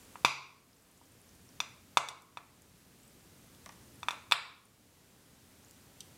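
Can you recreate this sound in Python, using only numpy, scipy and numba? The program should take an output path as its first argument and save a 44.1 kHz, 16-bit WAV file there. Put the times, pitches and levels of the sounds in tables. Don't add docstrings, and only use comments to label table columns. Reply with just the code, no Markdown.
import sys
import numpy as np
from scipy import signal
from scipy.fft import rfft, irfft
from scipy.io import wavfile
from scipy.ndimage import uniform_filter1d, minimum_filter1d
from numba import njit

SR = 44100
rng = np.random.default_rng(int(sys.argv[2]) if len(sys.argv) > 2 else 0)


def unload_audio(sound):
    columns = np.transpose(np.atleast_2d(sound))
    steps = np.round(np.clip(columns, -1, 1) * 32767)
    wavfile.write(sys.argv[1], SR, steps.astype(np.int16))


N = 272263

# pitch_hz, density_db (per Hz)
HUM_SPECTRUM = [(15, -43), (25, -7), (82, -1), (161, -2.5), (263, -4), (384, -8.5), (463, -9.5), (560, -12),
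                (911, -15.5), (2280, -18), (3820, -19.5), (8590, -20), (14800, -24), (16000, -30.5)]
# time_s, gain_db
RUMBLE_SWELL = [(0, -2), (.7, -3.5), (1.5, 1.5), (2.3, 0), (3.1, 0.5), (4, 2.5), (4.8, -0.5), (5.5, -1),
                (6.2, 0.5)]
HUM_RMS_DB, RUMBLE_TOP_HZ = -57.5, 500
MOTOR_MULTIPLES = 1, 2, 3, 4, 6, 9
MOTOR_RMS_DB = -71.5, -76, -71, -74.5, -74, -75.5
MOTOR_TURNS_HZ = 29.8

# time_s, level_db
FIZZ_LEVEL = [(0, -54), (.8, -78.5), (1.3, -55.5), (2, -71), (3, -62), (3.9, -59), (4.6, -71), (5.7, -63),
              (6.2, -69)]
# start_s, level_db, starting pitch_hz
LOUD_BUBBLES = [(0.731, -46.5, 4930), (0.768, -49, 7220), (0.823, -47, 7740), (0.914, -46, 9400),
                (0.976, -45, 7150), (1.035, -51, 8000), (1.055, -49, 6200), (1.12, -44.5, 8480),
                (1.2156, -45, 9570), (1.283, -49, 9600), (1.2915, -44.5, 5700), (1.465, -51, 7900),
                (1.49, -44, 5390), (1.555, -53, 6600), (2.577, -50, 6900), (3.001, -53, 6540),
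                (3.033, -44, 7450), (3.053, -49, 7950), (3.0784, -44.5, 8140), (3.722, -51, 9200),
                (3.848, -53, 8800), (3.88, -51, 9200), (3.887, -54, 4500), (3.945, -49, 9700),
                (3.957, -48, 9300), (4.0023, -47, 8650), (4.2244, -54, 4560), (4.654, -41.5, 8970),
                (5.6294, -55.5, 5880), (5.6474, -45, 6550), (5.684, -48, 7280), (5.696, -49.5, 7420)]
FIZZ_PER_S, FIZZ_HZ, FIZZ_RANGE_OCTAVES, FIZZ_SPREAD_DB = 170, 8300, 1.2, 5
FIZZ_T60_CYCLES, LOUD_BUBBLE_T60_MS = 60, 8.9
BUBBLE_GLIDE = 0.2

# centre_hz, t60_s, level_db
ROOM_BANDS = [(69.7, .4, -38.5), (126.6, .4, -34), (200, 0.24, -36), (408, 0.71, -36), (760, 0.43, -30.5),
              (1088, 0.58, -32), (1700, 0.41, -30), (2220, 0.5, -30), (2990, 0.46, -36.5),
              (4240, 0.48, -35.5), (5400, 0.5, -36.5), (7500, 0.39, -34), (10000, 0.33, -34),
              (12500, 0.27, -38), (15300, 0.27, -44)]
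# pitch_hz, level_db, t60_s
ROOM_STANDING_WAVE = [(137, -51.5, 0.8)]
ROOM_GAP_S, ROOM_RISE_S = 0.0032, 0.004
SMALL_TO_ROOM_DB = -7.0

# bang_s, peak_db (clean ring), suction_ms (before the bang), bang_width_ms,
# suction_share (0-1, area of the bang), cross_ring_db, room_db
FLASHES = [(0.157, -33, 0.49, 0.5, 0.9, -12, -10), (.24865, 4, 2.1, 0.17, 0.5, -1.5, -7.5),
           (.2495, 0.5, 0.13, 0.097, 0.53, 5, 3.5), (1.015, -46, 0.86, 0.41, 0.88, -9, -10),
           (1.6033, -9.5, 0.14, 0.075, 0.39, 0, -4), (1.9720, 3.5, 0.81, 0.13, 0.53, -3, -4),
           (2.0872, -13, 0.11, 0.045, 0.54, -5.5, -7), (2.1122, -36, 0.32, 0.8, 0.52, -0.5, -5),
           (2.3725, -18.5, 0.52, 0.18, 0.23, 1, -6.5), (4.0313, -22.5, 0.57, 0.092, 0.96, 0.5, -8),
           (4.0854, -11, 0.33, 0.12, 0.94, -5, -9), (4.1079, -15.5, 0.25, 0.075, 0.05, -2, 0.5),
           (4.131, -33.5, .55, 0.54, .5, -4.5, -4), (4.3132, -12.5, 0.34, 0.059, 0, -0.5, -4.5),
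           (4.3218, 3, 0.21, 0.11, 0.75, -2.1, -2)]
# pitch_hz, level_db, t60_s
DEPTH_MODES = [(987, -7, 0.026), (1215, -6, 0.018), (1480, -16.5, 0.013), (3530, -1.5, 0.027),
               (3780, -19.5, .03), (4560, -17, .015), (6890, -18, 0.034), (7400, -21, .025),
               (8240, -21.5, .025), (9000, -16.5, 0.03), (10500, -16.5, 0.01), (12500, -21, .01)]
# pitch_hz, level_db, t60_s
CROSS_MODES = [(2337, -13, 0.048), (2546, -5, 0.026), (5790, -10, 0.045)]
DIRECT_DB = 3
SIDEWAYS_T60_S = 0.0095
CRACKLE_DB, CRACKLE_T60_S, ROOM_CRACKLE_DB, FOAM_TOP_HZ = -11, 0.053, 0.5, 10900
CRACKLE_GROWTH = 0.2

# start_s, peak_db (rattle), t60_ms, brightness_db_per_octave, knock_db (relative to the rattle)
DRY_TICKS = [(2.2205, -42, 13, 14, -40), (2.62, -42.5, 8, 17, -40), (3.548, -46, 11, -11.5, -42.5),
             (3.6603, -34, 9.2, -3.5, -5.5), (3.6912, -38, 6.8, -8, -0.5), (3.721, -51, 14, -11, -3),
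             (4.0967, -49.5, 12, 5, -47.5), (5.71, -42.5, 8, 13.5, -40), (6.005, -30.5, 28, -5, -36)]
# centre_hz, gain_db
TICK_RESONANCES = [(3400, -2.5), (5500, -0.2), (8100, -0.1), (10500, -6.5), (13000, -14.5)]
TICK_BANDWIDTH = 0.23
KNOCK_BAND_HZ, KNOCK_TILT_HZ, KNOCK_T60_S, KNOCK_RISE_S = (700, 2500), 900, 0.035, 0.0018

DUCK_FROM_DB, DUCK_SHARE = -40, 0.57
DETECT_S, ATTACK_S, RELEASE_S = 0.0033, 0.015, 0.9
LIMIT_DB, LIMIT_S = -3.2, 0.006
MIC_LOW_HZ, TOP_HZ = 60.6, 15900


def undb(db):
    return 10 ** (np.asarray(db) / 20)


def fade(t, t60):
    return np.exp(-np.log(1000) * t / t60)


def filtered(x, order, hz, kind="low"):
    return signal.sosfilt(signal.butter(order, hz, kind, fs=SR, output="sos"), x)


def convolve(x, response):
    return signal.fftconvolve(x, response)[:N]


def add(out, s, sound):
    i = int(round(s * SR))
    out[i:i + len(sound)] += sound[:N - i]


def ring(modes, length_s=0.1):
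    t = np.arange(int(SR * length_s)) / SR
    return sum(undb(db) * np.cos(2 * np.pi * hz * t) * fade(t, t60) for hz, db, t60 in modes)


def coloured(noise, hz, db):
    f = np.maximum(np.fft.rfftfreq(len(noise), 1 / SR), 1)
    gain = undb(np.interp(np.log(f), np.log(hz), db))
    return irfft(rfft(noise) * gain, len(noise))


def hum():
    noise = coloured(rng.standard_normal(N), *np.transpose(HUM_SPECTRUM))
    rumble = filtered(noise, 2, RUMBLE_TOP_HZ)
    swell = undb(np.interp(np.arange(N) / SR, *np.transpose(RUMBLE_SWELL)))
    swelling = noise + rumble * (swell - 1)
    return swelling * undb(HUM_RMS_DB) / np.std(swelling)


def motor():
    t, out = np.arange(N) / SR, 0
    for k, db in zip(MOTOR_MULTIPLES, MOTOR_RMS_DB):
        partial = np.sin(2 * np.pi * k * MOTOR_TURNS_HZ * t + k ** 2)
        out = out + undb(db) * np.sqrt(2) * partial
    return out


def fizz():
    out, t = np.zeros(N), np.arange(SR // 20) / SR
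    when, size, pitch = rng.random((int(FIZZ_PER_S * N / SR), 3)).T
    when = when * N / SR
    small_hz = FIZZ_HZ * 2 ** (FIZZ_RANGE_OCTAVES * (pitch - 0.5))
    small_db = np.interp(when, *np.transpose(FIZZ_LEVEL)) + FIZZ_SPREAD_DB * (2 * size ** 2 - 1)
    bubbles = list(zip(when, small_db, small_hz, 1000 * FIZZ_T60_CYCLES / small_hz))
    bubbles += [(*row, LOUD_BUBBLE_T60_MS) for row in LOUD_BUBBLES]
    for s, db, hz, t60_ms in bubbles:
        age = 1000 * t / t60_ms
        phase = 2 * np.pi * hz * t * (1 + BUBBLE_GLIDE * np.minimum(age, 1))
        envelope = fade(age, 1) * np.minimum(age / 0.05, 1)
        add(out, s, undb(db) * np.sin(phase) * envelope)
    return out


def room():
    t, out = np.arange(SR) / SR, 0
    log_hz = np.log(np.array(ROOM_BANDS)[:, 0])
    spectrum = rfft(rng.standard_normal(SR))
    log_bins = np.log(np.arange(len(spectrum)) + 1)
    for k, (_, t60, db) in enumerate(ROOM_BANDS):
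        share = np.interp(log_bins, log_hz, np.arange(len(log_hz)) == k)
        out = out + undb(db) * irfft(spectrum * share) * fade(t, t60)
    onset = np.clip((t - ROOM_GAP_S) / ROOM_RISE_S, 0, 1)
    return (out + ring(ROOM_STANDING_WAVE, 1)) * onset


def flash_pulse(t_ms, dip_ms, bang_ms, suction):
    bang = np.exp(-np.abs(t_ms / (0.5 * bang_ms)) ** 1.34)
    dip = np.sin(np.pi * np.clip((-t_ms - 0.5 * bang_ms) / dip_ms, 0, 1)) ** 2
    return bang - suction * dip * bang.sum() / dip.sum(), bang


def pops():
    near, far = np.zeros(N), np.zeros(N)
    t_ms = np.arange(-SR // 200, SR // 200) / SR * 1000
    depth, cross = ring(DEPTH_MODES), ring(CROSS_MODES)
    ring_t = np.arange(len(depth)) / SR
    foam = rng.standard_normal((len(FLASHES), len(depth))) * fade(ring_t, CRACKLE_T60_S)
    foam = filtered(foam, 2, FOAM_TOP_HZ)
    for (s, db, dip_ms, bang_ms, suction, cross_db, room_db), scatter in zip(FLASHES, foam):
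        pulse, bang = flash_pulse(t_ms, dip_ms, bang_ms, suction)
        bottle = depth + undb(cross_db) * cross
        bottle[0] += undb(DIRECT_DB)
        clean = signal.fftconvolve(pulse, bottle)
        sideways = signal.fftconvolve(pulse, bottle * fade(ring_t, SIDEWAYS_T60_S))
        scattered = signal.fftconvolve(np.diff(pulse, prepend=0), scatter) * bang.sum()
        crackle = undb(CRACKLE_DB + CRACKLE_GROWTH * db) * scattered
        to_room = sideways + undb(ROOM_CRACKLE_DB) * crackle
        start = s - 1 / 200
        add(near, start, undb(db) * (clean + crackle) / clean.max())
        add(far, start, undb(db + room_db) * to_room / clean.max())
    return near, far


def ticks():
    out, t = np.zeros(N), np.arange(SR // 20) / SR
    centres_hz, ring_db = np.transpose(TICK_RESONANCES)
    edges = np.exp([-TICK_BANDWIDTH / 2, TICK_BANDWIDTH / 2])
    octaves = np.log2(centres_hz / centres_hz[0])
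    noises = rng.standard_normal((len(DRY_TICKS), 2, len(t)))
    for (s, db, t60_ms, bright_db, knock_db), (hiss, low) in zip(DRY_TICKS, noises):
        gains = undb(ring_db + bright_db * octaves)
        burst = hiss * fade(t, t60_ms / 1000)
        rattle = sum(g * filtered(burst, 2, hz * edges, "band") for g, hz in zip(gains, centres_hz))
        thud = low * fade(t, KNOCK_T60_S) * np.minimum(t / KNOCK_RISE_S, 1)
        knock = filtered(filtered(thud, 2, KNOCK_BAND_HZ, "band"), 1, KNOCK_TILT_HZ)
        rattle = rattle / np.abs(rattle).max()
        knock = undb(knock_db) * knock / np.abs(knock).max()
        add(out, s, undb(db) * (rattle + knock))
    return out


def scene():
    near, far = pops()
    small = ticks() + fizz()
    echo = convolve(far + undb(SMALL_TO_ROOM_DB) * small, room())
    return (near + small + echo + hum() + motor())[None]


@njit
def duck(want_db, attack, release):
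    out, g = np.empty(len(want_db)), 0.
    for i in range(len(want_db)):
        g += (want_db[i] - g) * (attack if want_db[i] > g else release)
        out[i] = g
    return out


def record(dry):
    k = 1 / (DETECT_S * SR)
    power = signal.lfilter([k], [1, k - 1], dry[0] ** 2)
    level_db = 10 * np.log10(power + 1e-12)
    want_db = DUCK_SHARE * np.maximum(level_db - DUCK_FROM_DB, 0)
    cut_db = duck(want_db, 1 / (ATTACK_S * SR), 1 / (RELEASE_S * SR))
    wet = filtered(dry * undb(-cut_db), 2, MIC_LOW_HZ, "high")
    span = int(LIMIT_S * SR)
    peak_gain = np.minimum(undb(LIMIT_DB) / (np.abs(wet) + 1e-9), 1)
    hold = minimum_filter1d(peak_gain, 2 * span)
    limited = wet * uniform_filter1d(hold, span)
    return signal.sosfilt(signal.ellip(10, 0.2, 70, TOP_HZ, fs=SR, output="sos"), limited)


dry = scene()
out = record(dry)
unload_audio(out)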